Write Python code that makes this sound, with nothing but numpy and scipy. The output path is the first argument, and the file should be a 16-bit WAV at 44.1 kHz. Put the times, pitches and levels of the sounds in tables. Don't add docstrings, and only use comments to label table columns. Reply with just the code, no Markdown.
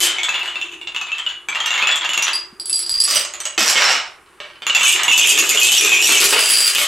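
import sys
import numpy as np
from scipy import signal
from scipy.io import wavfile
from scipy.ndimage import uniform_filter1d, minimum_filter1d

SR = 44100
rng = np.random.default_rng(int(sys.argv[2]) if len(sys.argv) > 2 else 0)


def materialize(psi):
    bounded = np.clip(np.atleast_2d(psi).T, -1, 1)
    quanta = np.round(bounded * 32767).astype(np.int16)
    wavfile.write(sys.argv[1], SR, quanta)


N = 302967
TIME = np.arange(N) / SR
BLOW = np.arange(3072) / SR

# start in seconds, ring and bright in relative dB, pitch in Hz.
PLANK_HITS = [(.1846, -7, -30, 2230), (.2326, -7, -23.5, 3460), (.2907, -8, -26.5, 2645),
              (.3432, -6.5, -31, 2837), (.4062, -15, -49, 2660), (.4773, -12.5, -37, 2900),
              (.5568, -9.5, -44, 2717), (.6144, -11.5, -33, 2700), (.7235, -27, -44, 2595),
              (.814, -18, -47, 2835), (.873, -10, -41, 2804), (.9476, -12, -39, 2636),
              (.963, -11, -34.5, 2860), (1.0131, -11.5, -32, 2587), (1.1181, -9.5, -37.5, 2657),
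              (1.183, -14, -34.5, 3117), (1.264, -6, -37, 2924), (1.2905, -23, -38, 2770),
              (1.4862, -8, -27, 2335), (1.5489, -9, -35, 2780), (1.6027, -7.5, -29, 3216),
              (1.6604, -7.5, -23, 2810), (1.706, -6, -26.5, 2793), (1.7402, -5.5, -27, 2750),
              (1.7782, -9.5, -27.5, 2160), (1.8247, -1, -32, 2574), (1.8717, -2.5, -22, 2750),
              (1.9144, -6, -28, 3420), (1.9579, -10.5, -24, 3250), (2.0105, -10.5, -40, 3330),
              (2.0473, -13, -28.5, 2760), (2.0921, -8, -26, 2955), (2.134, -9.5, -23.5, 2770),
              (2.176, -5, -20.5, 2740), (2.2242, -11.5, -19.5, 2770), (2.2623, -16.5, -56, 3140),
              (2.6967, -28, -47, 2710), (4.6668, -6, -20.5, 2750), (4.6978, -3.5, -27, 2920),
              (4.7489, 1, -14.5, 2705), (4.81, -4.5, -24, 2740), (4.8311, -4, -14.5, 3013),
              (5.034, -11.5, -19, 2930), (5.081, 1.5, -19, 2820), (5.1145, -1.5, -18, 2637),
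              (5.1777, -3.5, -10.5, 2750), (5.246, -11, -41, 2643), (5.3761, -5, -22, 2680),
              (5.3875, -7.5, -12.5, 2650), (5.492, -12, -12, 2590), (5.5736, 3, -18, 2837),
              (5.6147, -3.5, -16, 2547), (5.6319, -11, -13.5, 2524), (5.874, -3.5, -47, 2520),
              (5.9194, -1, -53, 2540)]
# time in seconds, ring, bright and knock in relative dB.
PLANK_CHATTER = [
    [(.19, -32, -44, -23), (.33, -32, -36, -18), (.42, -22, -32, -23), (.75, -23, -38.5, -36)],
    [(.95, -17, -43, -42), (1.32, -37, -48, -19)],
    [(1.5, -33, -37, -22.5), (1.85, -20, -32, -13.5), (2.1, -21, -44, -18.5), (2.3, -19, -24, -15.5)],
    [(4.745, -26, -40, -12), (4.8, -39, -36, -23), (4.88, -32, -40, -23), (5.0, -30, -36, -12),
     (5.11, -20, -24, -25)],
]
# frequency in Hz, level in dB, t60 in seconds.
PLANK_MODES = [(2750, 0, 0.069), (3420, -3, 0.017), (5950, 4.5, 0.0029), (6683, 3.5, 0.015),
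               (7330, -2, 0.05), (10940, -16.5, 0.015)]
# frequency in Hz, density in dB.
WOOD_SNAP = [(1500, -20), (3300, 7), (5000, 8), (6800, -1), (7700, 8), (9000, 3.5), (12800, 5),
             (14000, -10), (16000, -70)]
RUG_KNOCK = [(100, -47), (250, -52), (550, -7), (950, -1), (1600, 4.5), (2300, 8), (3700, 4), (5000, -9),
             (9000, -48), (16000, -58)]
# modes, snap colour, knock colour, then ring, overtone, snap and knock weights in dB.
PLANK = (PLANK_MODES, WOOD_SNAP, RUG_KNOCK, [-6.5, -5.5, -8.5, -4.5])
# resonance in Hz, width in Hz, gain in dB.
HOLLOW_FLOOR = [(734, 120, -21), (980, 53, 3.5), (1220, 140, -3.5)]


def planks(airborne_s=5.1, airborne_db=-27):
    hits = single_blows(PLANK_HITS, [-11., -2.], knock_db=-10.5, heaviest_db=-24.5)
    hits[:, 3] += airborne_db * (hits[:, 0] > airborne_s)
    clacks = strike(PLANK, hits, snap_t60=0.013, knock_t60=0.026, scatter=0.036, snap_db=-4.5)
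    chatter = np.vstack([shower(curve, 80, 2800, 0.065, 6.0, [-9., -10., -5.])
                         for curve in PLANK_CHATTER])
    return hollow(clacks + strike(PLANK, chatter, snap_db=5.0), HOLLOW_FLOOR)


# start and length in seconds, ring and bright in relative dB.
SPILLS = [(0, .045, -14.5, -13), (6.772, 0.056, -20.5, -17)]
SCAFFOLD_BAYS = [(4.745, .04, -17, -24), (4.84, 0.058, -7, -11.5), (5.12, 0.19, -9, -15.5),
                 (5.255, 0.039, -15.5, -12), (5.375, 0.15, -15, -19), (5.51, 0.099, -19, -20),
                 (5.63, 0.14, -10, -13.5), (5.73, 0.15, -15, -16), (5.9, 0.096, -10.5, -16),
                 (5.99, 0.18, -11, -13.5), (6.19, 0.062, -25, -14), (6.33, 0.12, -16, -23.5)]
# time in seconds, gain in dB.
SCAFFOLD_WEIGHT = [(4.7, -45), (5.2, -16.5), (5.45, -18), (6.6, -15.5)]


def collapses():
    spills = np.zeros(N)
    for group in SPILLS:
        fall = giving_way([group], rise_s=0.0013, ring_db_per_s=95.0, bright_db_per_s=289.0,
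                          drop_s=0.0019, knock_db=-5.0)
        blows = shower(fall, 300, 3080, 0.0176, 1.25, [-1., -3., 1.])
        spills += strike(PLANK, blows, scatter=0.096, snap_db=7.0)
        spills += drumming(fall, level_db=-21.0)
    fall = giving_way(SCAFFOLD_BAYS, rise_s=0.004, ring_db_per_s=162.0, bright_db_per_s=192.0,
                      drop_s=0.107, knock_db=-11.5)
    blows = shower(fall, 130, 2720, 0.0819, 4.0, [-1., -1., -1.])
    scaffold = strike(PLANK, blows, knock_t60=0.027, scatter=0.0593, snap_db=1.5)
    return spills + scaffold + drumming(fall, level_db=3.5) * follow(SCAFFOLD_WEIGHT)


# start in seconds, ring and bright in relative dB.
DOMINO_HITS = [(2.333, -3, -25.5), (2.3514, -1.5, -29), (2.5985, -13.5, -28), (2.6574, -22, -22),
               (2.6967, -31, -16.5), (2.7287, -5, -14), (2.7576, -7, -16.5), (2.7914, -23, -16.5),
               (2.828, -10, -26), (2.8635, -9, -29.5), (2.8944, -5.5, -18.5), (2.9111, -2, -24.5),
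               (2.9407, -1.5, -36), (2.9783, -4, -30), (3.0024, -2, -12), (3.039, -8, -12),
               (6.5952, -8, -26), (6.6675, -2, -23)]
# time in seconds, ring, bright and knock in relative dB.
DOMINO_RUNS = [
    [(2.93, -30, -47, -24), (3.08, -8, -36, -18), (3.158, -8, -23, -12), (3.22, -18, -41, -19.5)],
    [(6.22, -40, -19, -7.5), (6.36, -13, -19.5, -5.5), (6.5, -11, -8.5, -4), (6.62, -5.5, -12.5, -5.5),
     (6.75, -22, -24, -7)],
]
# frequency in Hz, level in dB, t60 in seconds.
DOMINO_MODES = [(4760, 6.5, 0.046), (4900, -2, 0.011), (7850, 9, 0.029), (10620, 11, 0.041)]
# frequency in Hz, density in dB.
DOMINO_SNAP = [(2000, -13), (3900, -3), (4800, 14), (6300, -9), (8000, -34), (9000, 2.5), (10500, 4),
               (11800, -6), (13500, -28), (16000, -55)]
DOMINO_KNOCK = [(100, -27), (400, -1), (620, -4.5), (850, -10), (1250, 2), (1800, 6), (2900, 12), (3700, 8),
                (6000, 6), (9000, 9.5), (16000, -3.5)]
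DOMINO = (DOMINO_MODES, DOMINO_SNAP, DOMINO_KNOCK, [-9.5, -7, -16.5, -7])
# resonance in Hz, width in Hz, gain in dB.
HOLLOW_BOARD = [(592, 15, 10), (1158, 31, 4), (1605, 15, -17)]


def dominoes(pitch_hz=4786, spread=0.0056):
    pitches = pitch_hz * (1 + spread * rng.standard_normal(len(DOMINO_HITS)))
    rows = np.column_stack([DOMINO_HITS, pitches])
    hits = single_blows(rows, [-12., -2.], knock_db=-36.0, heaviest_db=-30.)
    ticks = strike(DOMINO, hits, snap_t60=0.0047, knock_t60=0.0207, scatter=0.0023,
                   overtone_share=0., snap_db=3.0, hardening=0.11)
    climb = shower(DOMINO_RUNS[0], 120, 4850, 0.048, 4.3, [-6., -6., -3.])
    last_run = shower(DOMINO_RUNS[1], 130, 4800, 0.015, 3.8, [-1., -3., -7.])
    on_board = hollow(strike(DOMINO, climb, scatter=.05, snap_db=5.0), HOLLOW_BOARD)
    return ticks + on_board + strike(DOMINO, last_run, scatter=0.0084, snap_db=5.0)


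# start in seconds, ring and bright in relative dB, pitch in Hz.
BOARD_HITS = [(3.0775, -24, -20.5, 2950), (3.1095, -25, -15.5, 3000), (3.1363, -14, -29, 2980),
              (3.1575, -2.5, -10.5, 2870), (3.2497, -33, -25.5, 2910), (3.3372, -33, -24.5, 2610),
              (3.4029, -31, -22.5, 2440), (3.454, -12, -19, 2880), (3.5785, -4, -19.5, 2580),
              (3.7565, -1, -21, 2180), (4.4025, -16.5, -43, 2270), (4.621, -17.5, -45, 2450),
              (6.756, -3.5, -24.5, 2480), (6.7834, -6.5, -31, 2230), (6.8151, -8.5, -34, 2190)]
# start and length in seconds, ring and bright in relative dB.
STACK_FALLS = [(3.578, 0.054, -22.5, -13.5), (3.655, 0.051, -21, -8.5), (3.765, .185, -11, -16)]
# time in seconds, ring, bright and knock in relative dB.
SETTLING = [(4.15, -62, -69, -67), (4.462, -33, -45, -44), (4.58, -29, -72, -49)]
# frequency in Hz, level in dB, t60 in seconds.
BOARD_MODES = [(2530, -2, 0.071), (3040, 12, 0.005), (6270, 4, 0.019), (7690, 5, 0.017), (11100, -17, 0.02)]
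STACK_MODES = [(2430, 4, 0.032), (2900, 4.5, 0.034), (4720, -3.5, .015), (5190, -0.5, 0.019),
               (5750, -4, 0.051), (6530, -1, 0.011), (7480, 6, 0.0043)]
# frequency in Hz, density in dB.
BOARD_KNOCK = [(100, -13), (220, -11.5), (600, 0), (830, 0.5), (1200, 5), (1900, 8), (4500, 3.5),
               (7000, -18.5), (10000, -52), (16000, -45)]
ON_BOARD = (BOARD_MODES, WOOD_SNAP, BOARD_KNOCK, [-8, -9.5, -21.5, 0.5])
STACKED = (STACK_MODES, WOOD_SNAP, BOARD_KNOCK, [-12, -8, -11, 0])


def stack():
    hits = single_blows(BOARD_HITS, [-12., 0.], knock_db=-9.5, heaviest_db=-33.0)
    taps = strike(ON_BOARD, hits, snap_t60=0.0029, knock_t60=0.057, scatter=0.04,
                  overtone_share=0.011, snap_db=-9.5)
    fall = giving_way(STACK_FALLS, rise_s=0.0031, ring_db_per_s=288.0, bright_db_per_s=391.0,
                      drop_s=0.0013, knock_db=-4.5)
    crash = shower(fall, 280, 2330, 0.091, 4.4, [-1., 1., 0.])
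    settling = shower(SETTLING, 54, 2510, 0.06, 5.6, [-6., -9., -3.])
    heap = strike(STACKED, np.vstack([crash, settling]), scatter=0.02, snap_db=-10.5)
    return hollow(taps, HOLLOW_BOARD) + heap + drumming(fall, level_db=-48.0)


# start in seconds, level in dB, pitch in Hz.
PINGS = [(2.227, -6.5, 5950), (3.832, -6.5, 5660), (5.782, -3.5, 5680), (6.045, -2.5, 5750),
         (6.175, -5, 6020)]


def pings(t60=0.028, rock_s=3.85, rock_db=-7.5, rock_hz=5360, bounces=11, loss_db=3.2):
    out, bounce = np.zeros(N), np.arange(bounces)
    gaps_s = .03 * .92 ** bounce
    starts = rock_s + np.cumsum(gaps_s) - gaps_s
    rocking = np.column_stack([starts, rock_db - loss_db * bounce, np.full(bounces, rock_hz)])
    for s, db, hz in np.vstack([PINGS, rocking]):
        add(out, s, gain_of(db - 60 * BLOW / t60) * np.sin(2 * np.pi * hz * BLOW))
    return out


# start in seconds, relative level in dB, pitch in Hz.
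THUMPS = [(3.579, -19, 322), (3.608, -21, 206), (5.423, -24, 366.4), (5.548, -22.5, 422), (5.597, -36, 400),
          (5.845, -27.5, 377), (6.091, -20, 304), (6.219, -17.5, 389), (6.325, -14.5, 454),
          (6.36, -17.5, 427)]


def floorboards(thump_t60=0.06, knock_t60=0.13, knock_db=-4.5):
    out, knocks = np.zeros(N), bursts(BOARD_KNOCK, knock_t60, count=len(THUMPS))
    for (s, db, hz), knock in zip(THUMPS, knocks):
        boards = sum(np.sin(2 * np.pi * hz * ratio * BLOW) * size
                     for ratio, size in [(.55, -0.15), (1, 0.92), (1.45, -0.52)])
        thump = gain_of(db + 1.0) * boards * gain_of(-60 * BLOW / thump_t60)
        add(out, s, thump + gain_of(db + knock_db) * knock)
    return out


# frequency in Hz, density in dB.
FLOOR_THUD = [(50, -24), (130, -50), (200, -11), (350, 11), (480, 5), (700, -16.5), (1500, -53),
              (8000, -100)]


def drumming(curve, level_db, per_s=120):
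    blows = rng.standard_normal(N) * (rng.random(N) < per_s / SR)
    return gain_of(level_db) * coloured(blows, FLOOR_THUD)[0] * follow(curve[:, [0, 3]])


def strike(piece, rows, snap_t60=0.006, knock_t60=0.025, scatter=0.068, overtone_share=0.085,
           snap_db=0., hardening=0.76, rebound_db=-6.0):
    modes, snap_colour, knock_colour, weight_db = piece
    mode_hz, mode_db, t60 = np.transpose(modes)
    fades = gain_of(mode_db[:, None] - 60 * BLOW / t60[:, None])
    low = np.arange(len(modes)) < 2
    snaps, knocks = bursts(snap_colour, snap_t60), bursts(knock_colour, knock_t60)
    out = np.zeros(N)
    for s, ring_db, bright_db, knock_db, pitch in rows:
        grain = 1 + scatter * rng.standard_normal(len(modes))
        hz = mode_hz * (pitch / mode_hz[0]) ** overtone_share * grain
        hz[0] = pitch
        waves = fades * np.sin(2 * np.pi * hz[:, None] * BLOW) * rng.choice([-1, 1], (len(modes), 1))
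        snap, rebound = snaps[rng.integers(len(snaps), size=2)]
        knock = knocks[rng.integers(len(knocks))]
        contact_db = bright_db + snap_db + hardening * np.clip(bright_db - ring_db, -20, 6)
        gains = gain_of(np.add([ring_db, bright_db, contact_db, knock_db], weight_db))
        ring, overtones = unit_rms(waves[low].sum(0)), unit_rms(waves[~low].sum(0))
        add(out, s, gains @ np.array([ring, overtones, snap, knock]))
        add(out, s + rng.uniform(.002, .009), gains[2] * gain_of(rebound_db) * rebound)
    return out


def single_blows(rows, trim_db, knock_db, heaviest_db):
    s, ring_db, bright_db, pitch = np.transpose(rows)
    knock = np.minimum((ring_db + bright_db) / 2 + knock_db, heaviest_db)
    return np.column_stack([s, ring_db + trim_db[0], bright_db + trim_db[1], knock, pitch])


def shower(curve, per_s, pitch_hz, spread, uneven_db, trim_db):
    s, *levels = np.transpose(curve)
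    count = max(int((s[-1] - s[0]) * per_s), 1)
    chance = rng.standard_normal((count, 5))
    when = s[0] + (np.arange(count) + rng.random(count)) * (s[-1] - s[0]) / count
    force = unit_rms(gain_of(uneven_db * np.clip(chance[:, 0] + .5 * chance[:, 2:].T, -2, 2)))
    curve_db = [np.interp(when, s, db) for db in levels]
    blow_db = 20 * np.log10(force / np.sqrt(per_s * BLOW[-1])) + curve_db
    return np.column_stack([when, blow_db.T + trim_db, pitch_hz * (1 + spread * chance[:, 1])])


def giving_way(groups, rise_s, ring_db_per_s, bright_db_per_s, drop_s, knock_db):
    start, length, ring_db, bright_db = np.transpose(groups)[:, :, None]
    s = np.linspace(start.min(), (start + length).max() + .2, 500)

    def level(age, db, fade_db_per_s):
        gain = np.clip(age / rise_s, 0, 1) * gain_of(db - fade_db_per_s * np.maximum(age - length, 0))
        return 10 * np.log10((gain ** 2).sum(0) + 1e-12)

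    ring = level(s - start, ring_db, ring_db_per_s)
    bright = level(s - start, bright_db, bright_db_per_s)
    knock = level(s - start - drop_s, (ring_db + bright_db) / 2 + knock_db, ring_db_per_s)
    return np.column_stack([s, ring, bright, knock])


def hollow(x, resonances):
    return x + sum(gain_of(db) * signal.lfilter(*signal.iirpeak(hz, hz / width, SR), x)
                   for hz, width, db in resonances)


def bursts(spectrum, t60, count=32):
    return coloured(rng.standard_normal((count, len(BLOW))) * gain_of(-60 * BLOW / t60), spectrum)


def coloured(x, spectrum, size=4096):
    log_gain = np.log(gain_of(at_hz(spectrum, abs(np.fft.fftfreq(size, 1 / SR)))))
    taps = np.fft.ifft(np.exp(np.conj(signal.hilbert(log_gain)))).real[:size // 2]
    return unit_rms(signal.fftconvolve(np.atleast_2d(x), taps[None], axes=1)[:, :x.shape[-1]])


def gain_of(db):
    return 10 ** (np.asarray(db) / 20)


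def unit_rms(x):
    return x / np.sqrt(np.mean(x ** 2, axis=-1, keepdims=True) + 1e-20)


def at_hz(points, hz):
    f, value = np.transpose(points)
    return np.interp(np.log(hz + 1), np.log(f + 1), value)


def follow(rows):
    s, db = np.transpose(rows)
    return np.interp(TIME, s, gain_of(db), left=0, right=0)


def add(mix, s, sound):
    part = mix[max(round(s * SR), 0):][:len(sound)]
    part += sound[:len(part)]


# frequency in Hz, t60 in seconds.
ROOM_DECAY = [(250, 0.19), (700, 0.53), (1700, 0.43), (4500, 0.34), (8000, 0.33), (13000, 0.11)]


def echoes(early_db=-4., early_t60=0.093):
    t = np.arange(SR * 3 // 4) / SR
    taps = rng.standard_normal((2, len(t))) * (rng.random((2, len(t))) < .08) * (t > .006)
    hz, when, spectra = signal.stft(taps, SR, nperseg=256)
    decay = gain_of(-60 * when / at_hz(ROOM_DECAY, hz)[:, None])
    tail = signal.istft(spectra * decay, SR, nperseg=256)[1][:, :len(t)]
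    early_taps = rng.choice([-1, 1], taps.shape) * (rng.random(taps.shape) < .015) * (t > .001)
    early = early_taps * gain_of(-60 * t / early_t60)
    echo = (unit_rms(tail) + gain_of(early_db) * unit_rms(early)) / np.sqrt(len(t))
    echo[0, 0] = 1
    return echo / np.linalg.norm(echo[0])


def room(x, side_db=-12.0, places=4):
    place = (TIME * 28).astype(int) % places
    shares = [np.sqrt(abs(uniform_filter1d((place == k) * 1., 200))) for k in range(places)]
    mid, side = sum(signal.oaconvolve((x * share)[None], echoes(), axes=1)[:, :N] for share in shares)
    return np.array([mid + gain_of(side_db) * side, mid - gain_of(side_db) * side])


# frequency in Hz, density in dB.
STILL_AIR = [(20, -5), (70, 4.5), (140, -2), (250, -5.5), (380, 7.5), (600, -7.5), (1100, 6), (2500, -5.5),
             (4500, -21), (9500, -10), (15800, -31)]
DRONE = [(100, -28.5), (260, -18), (350, 11), (400, -1), (500, -19), (1000, -28), (8000, -69)]
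# time in seconds, relative level in dB.
DRONE_LEVEL = [(0, -37), (.25, -51), (.75, -45), (1, -90), (2, -51), (3.5, -53.5)]
# start in seconds, level in dB, pitch in Hz.
CAMERA_BUMPS = [(2.527, -39, 216), (2.92, -40.5, 55.7), (2.97, -38.5, 41.7), (3.18, -47, 39.7)]


def background(air_db=-51.5, bump_s=0.0033):
    mid, side = gain_of(air_db) * coloured(rng.standard_normal((2, N)), STILL_AIR)
    drone = coloured(rng.standard_normal(N), DRONE)[0] * follow(DRONE_LEVEL)
    mid = mid + gain_of(-1.5) * drone
    for s, db, hz in CAMERA_BUMPS:
        age = np.maximum(TIME - s, 0)
        mid += gain_of(db) * np.sin(2 * np.pi * hz * age) * age / bump_s * np.exp(1 - age / bump_s)
    return np.array([mid + .25 * side, mid - .25 * side])


# time in seconds, left minus right in dB.
PAN = [(0, 1), (1.2, 0.7), (2.2, 0), (3.2, -2), (4.2, -1.5), (5.2, -0.5), (6.87, 0.5)]


def scene(lowest_hz=180):
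    wood = room(planks() + dominoes() + stack() + collapses() + pings() + floorboards())
    wood = signal.sosfilt(signal.butter(3, lowest_hz, "high", fs=SR, output="sos"), wood)
    pan_db = np.interp(TIME, *np.transpose(PAN))
    return wood * gain_of([pan_db / 2, -pan_db / 2]) + background()


def record(dry, ceiling=.92, edge_hz=15900):
    allowed = ceiling / np.maximum(abs(dry).max(0), ceiling)
    limited = dry * uniform_filter1d(minimum_filter1d(allowed, 131), 131)
    low_pass = signal.firwin(511, edge_hz, window=("kaiser", 9), fs=SR)
    return signal.oaconvolve(limited, low_pass[None], "same")


dry = scene()
out = record(dry)
materialize(out)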